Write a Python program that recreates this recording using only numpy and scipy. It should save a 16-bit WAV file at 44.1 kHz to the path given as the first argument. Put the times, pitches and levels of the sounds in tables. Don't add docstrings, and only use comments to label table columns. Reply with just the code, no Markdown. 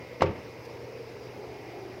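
import sys
import numpy as np
from scipy import signal
from scipy.fft import rfft, irfft
from scipy.io import wavfile
from scipy.ndimage import uniform_filter1d

SR = 44100
rng = np.random.default_rng(int(sys.argv[2]) if len(sys.argv) > 2 else 0)


def put_to_file(sound):
    columns = np.atleast_2d(sound).T
    safe = np.clip(columns, -1, 1)
    whole_steps = np.round(safe * 32767)
    wavfile.write(sys.argv[1], SR, whole_steps.astype(np.int16))


N = 88200
T = np.arange(N) / SR

# start_s, level_db, tilt_db_per_octave, bass_db, t60_s
DOOR_CONTACTS = [(0.2047, -30, -7, -12, 0.11), (0.2084, -27, 0, 5, 0.11), (0.219, -16.5, 1.5, -7, 0.068),
                 (0.228, -19, -5, -4.5, 0.1), (0.258, -32.5, -1.5, 4, .12), (0.288, -26.5, -7, -1, 0.2),
                 (0.307, -36.5, -1.5, -5, .07), (.355, -36.5, -3, -6, .08)]
# frequency_hz, relative_db
DOOR_COLOUR = [(25, -30), (55, -6), (150, -7), (230, -4), (350, -1), (560, 3), (720, -8), (850, -3),
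               (1250, -11), (1500, -15), (1850, -11.5), (2800, -15), (3500, -23), (5300, -24.5),
               (7500, -42.5), (15000, -71)]
# pitch_hz, relative_db, t60_s
PANEL_MODES = [(50, -44, 0.58), (89.2, -33.5, 0.78), (128, -36.5, .35), (159.5, -34, 0.4),
               (335.5, -36.5, 0.4), (381.6, -32, 0.28), (413.5, -36.5, 0.45), (509.4, -31.5, 0.25),
               (553, -37.5, 0.42), (619, -44, 0.24), (811, -55, .2), (922, -42, 0.14), (1140, -39.5, 0.26),
               (2074, -43, 0.11)]
# start_s, level_db, pitch_hz, decay_s
LATCH_CLICKS = [(.2215, -21.5, 2090, 0.0015), (.2229, -22, 4500, 0.00028), (.229, -14.5, 1360, 0.00029)]
# start_s, level_db, t60_s
LATCH_RATTLES = [(.2074, -33, .06), (.2205, -26, .06), (.2575, -33, .06), (.264, -36, .12)]
# frequency_hz, relative_db
LATCH_COLOUR = [(900, -30), (1400, -10), (1850, 1.5), (2800, -1), (3400, -15.5), (5300, -18.5), (7500, -44),
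                (15000, -55)]
# frequency_hz, t60_s
GARAGE_DECAY = [(70, 0.76), (170, 0.87), (500, 0.34), (1000, 0.26), (2500, 0.53), (5000, 0.088),
                (12000, 0.11)]
# frequency_hz, relative_db
FAN_COLOUR = [(25, -18), (45, -15.5), (75, -8.5), (100, -4), (160, -8), (215, -9), (300, -4.5), (440, -3),
              (600, -7), (800, -12.5), (1100, -16.5), (1550, -19.5), (2150, -17), (2600, -18), (3300, -27),
              (4300, -27), (5200, -23), (6200, -31.5), (7600, -41), (10000, -42.5), (11600, -39),
              (12400, -44), (13600, -37.5), (14500, -42.5), (16000, -38)]
# time_s, centre_hz, level_db, upper_peak_db
HOLLOW_PATH = [(0, 500, -46, -58.5), (.4, 470, -49.5, -61), (.65, 470.9, -48.5, -55),
               (.9, 475.7, -43.5, -62), (1.152, 455, -46, -63.5), (1.45, 420, -45.5, -51.5),
               (1.65, 395, -47.5, -53.5), (1.851, 365, -43, -49.5), (2, 370, -48, -53)]
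# pitch_hz, level_db, wander_hz
WHINE_LINES = [(1920, -69, 7.25), (2023, -66.5, 8.3), (2150, -65.5, 6.4), (2198, -68.5, 6.5),
               (2406, -69, 9)]
# time_s, gain_db
WHINE_GAIN = [(0, 7), (.2, 4.5), (.55, 2), (.9, -1.5), (1.2, -4), (1.45, -0.5), (1.65, 4.5), (1.85, -3),
              (2, 2.5)]
# time_s, level_db
WHISTLE_LEVEL = [(0, -69), (.8, -90), (.98, -67), (1.12, -78), (1.25, -62.5), (1.36, -75), (2, -74)]
# frequency_hz, relative_db
SCUFF_COLOUR = [(1500, -30), (3500, -7), (5100, 4), (7000, -14), (15000, -20)]


def door_contacts():
    return sum(noise(DOOR_COLOUR, tilt_db, bass_db) * strike(start_s, db, t60)
               for start_s, db, tilt_db, bass_db, t60 in DOOR_CONTACTS)


def door_knock(start_s=.2178, length_s=.0083, level_db=-4.5, start_hz=292, doubling_s=.002975):
    t = np.minimum(since(start_s), length_s)
    turns = np.cumsum(start_hz * 2 ** (t / doubling_s) * (t > 0)) / SR
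    envelope = np.sin(np.pi * (t / length_s) ** 1.1) ** 2
    return amp(level_db) * envelope * np.sin(2 * np.pi * turns)


def door_panels(land_s=.2195, swell_s=.0017, settle_s=.303, fall_s=.012, drop_db=19):
    t = since(land_s)
    ring = sum(amp(db - 60 * t / t60) * np.sin(2 * np.pi * hz * t) for hz, db, t60 in PANEL_MODES)
    seal_db = drop_db * (np.exp(-since(settle_s) / fall_s) - 0.5)
    return ring * (1 - np.exp(-t / swell_s)) * amp(seal_db)


def latch_clicks(snap_s=.2229, snap_db=-17, snap_width_s=.00005):
    clicks = np.zeros(N)
    for start_s, db, hz, decay_s in LATCH_CLICKS:
        t = since(start_s)
        clicks += amp(db) * np.exp(-t / decay_s) * np.sin(2 * np.pi * hz * t)
    widths = since(snap_s) / snap_width_s
    return clicks + amp(snap_db) * widths * np.exp(1 - widths)


def latch_chatter():
    return sum(noise(LATCH_COLOUR) * strike(start_s, db, t60) for start_s, db, t60 in LATCH_RATTLES)


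def garage_echo(source, delay_s=.0047, gain_db=-16.5):
    hz, t, bands = signal.stft(rng.standard_normal(SR), SR, nperseg=256)
    decay = amp(-60 * t / at_frequency(GARAGE_DECAY, hz)[:, None])
    tail = signal.istft(bands * decay, SR, nperseg=256)[1]
    tail *= np.arange(len(tail)) > delay_s * SR
    return amp(gain_db) * signal.fftconvolve(source, tail / np.linalg.norm(tail))[:N]


def fan_air(level_db=-46, patchy_db=1.6):
    bands = signal.stft(noise(FAN_COLOUR), nperseg=1024, noverlap=768)[2]
    patches = uniform_filter1d(rng.standard_normal(bands.shape), size=12, axis=0)
    patches = unit(uniform_filter1d(patches, size=5, axis=1))
    air = signal.istft(bands * amp(patchy_db * patches), nperseg=1024, noverlap=768)[1]
    return amp(level_db) * unit(air[:N])


def fan_hollow(upper_ratio=1.95):
    time_s, hz, db, upper_db = np.transpose(HOLLOW_PATH)
    centre_hz = np.interp(T, time_s, hz)
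    lower = amp(np.interp(T, time_s, db)) * noise_band(centre_hz, width_hz=102)
    upper = amp(np.interp(T, time_s, upper_db)) * noise_band(centre_hz * upper_ratio, width_hz=240)
    return lower + upper


def motor_whine():
    return gain_curve(WHINE_GAIN) * sum(amp(db) * tone(hz, wander) for hz, db, wander in WHINE_LINES)


def mains_hum(level_db=-53.5):
    return amp(level_db) * tone(hz=121.3, wander_hz=0.4)


def whistle():
    return gain_curve(WHISTLE_LEVEL) * tone(hz=4797, wander_hz=18)


def handling_scuff(start_s=.645, length_s=.022, level_db=-55):
    envelope = np.sin(np.pi * np.minimum(since(start_s) / length_s, 1))
    return amp(level_db) * noise(SCUFF_COLOUR) * envelope


def amp(db):
    return 10 ** (np.asarray(db) / 20)


def unit(x):
    return x / np.sqrt(np.mean(x ** 2) + 1e-20)


def since(start_s):
    return np.maximum(T - start_s, 0)


def strike(start_s, level_db, t60_s, attack_s=.00064):
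    t = since(start_s)
    return amp(level_db - 60 * t / t60_s) * (1 - np.exp(-t / attack_s))


def gain_curve(points):
    return amp(np.interp(T, *np.transpose(points)))


def at_frequency(points, hz):
    point_hz, value = np.transpose(points)
    return np.interp(np.log(hz + 1), np.log(point_hz + 1), value)


def noise(colour, tilt_db=0, bass_db=0, bass_hz=220):
    hz = np.fft.rfftfreq(N, 1 / SR)
    shape_db = tilt_db * np.log2(np.maximum(hz, bass_hz)) + bass_db / (1 + (hz / bass_hz) ** 2)
    return unit(irfft(rfft(rng.standard_normal(N)) * amp(at_frequency(colour, hz) + shape_db), N))


def drift(rate_hz):
    hz = np.fft.rfftfreq(N, 1 / SR)
    return unit(irfft(rfft(rng.standard_normal(N)) / (1 + (hz / rate_hz) ** 2), N))


def noise_band(hz, width_hz):
    phase = 2 * np.pi * np.cumsum(hz) / SR
    return unit(drift(width_hz / 2) * np.cos(phase) + drift(width_hz / 2) * np.sin(phase))


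def tone(hz, wander_hz):
    return unit(np.sin(2 * np.pi * np.cumsum(hz + wander_hz * drift(rate_hz=16.8)) / SR))


def scene():
    impacts = door_contacts() + door_knock() + latch_clicks() + latch_chatter()
    door = impacts + garage_echo(impacts) + door_panels()
    background = fan_air() + fan_hollow() + motor_whine() + mains_hum() + whistle() + handling_scuff()
    return (door + background)[None]


def record(dry, threshold_db=-30.5, duck_share=0.25, release_db_per_s=116, low_hz=40, high_hz=15850):
    power_db = 10 * np.log10(abs(uniform_filter1d(dry[0] ** 2, size=600)) + 1e-12)
    release_db = T * release_db_per_s
    held_db = np.maximum.accumulate(power_db + release_db) - release_db
    over_db = np.maximum(held_db - threshold_db, 0)
    ducked = dry * amp(-duck_share * uniform_filter1d(over_db, size=600))
    low_cut = signal.butter(2, low_hz, "high", fs=SR, output="sos")
    band_limit = signal.firwin(511, high_hz, window=("kaiser", 9), fs=SR)
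    return signal.oaconvolve(signal.sosfilt(low_cut, ducked), band_limit[None], "same")


dry = scene()
out = record(dry)
put_to_file(out)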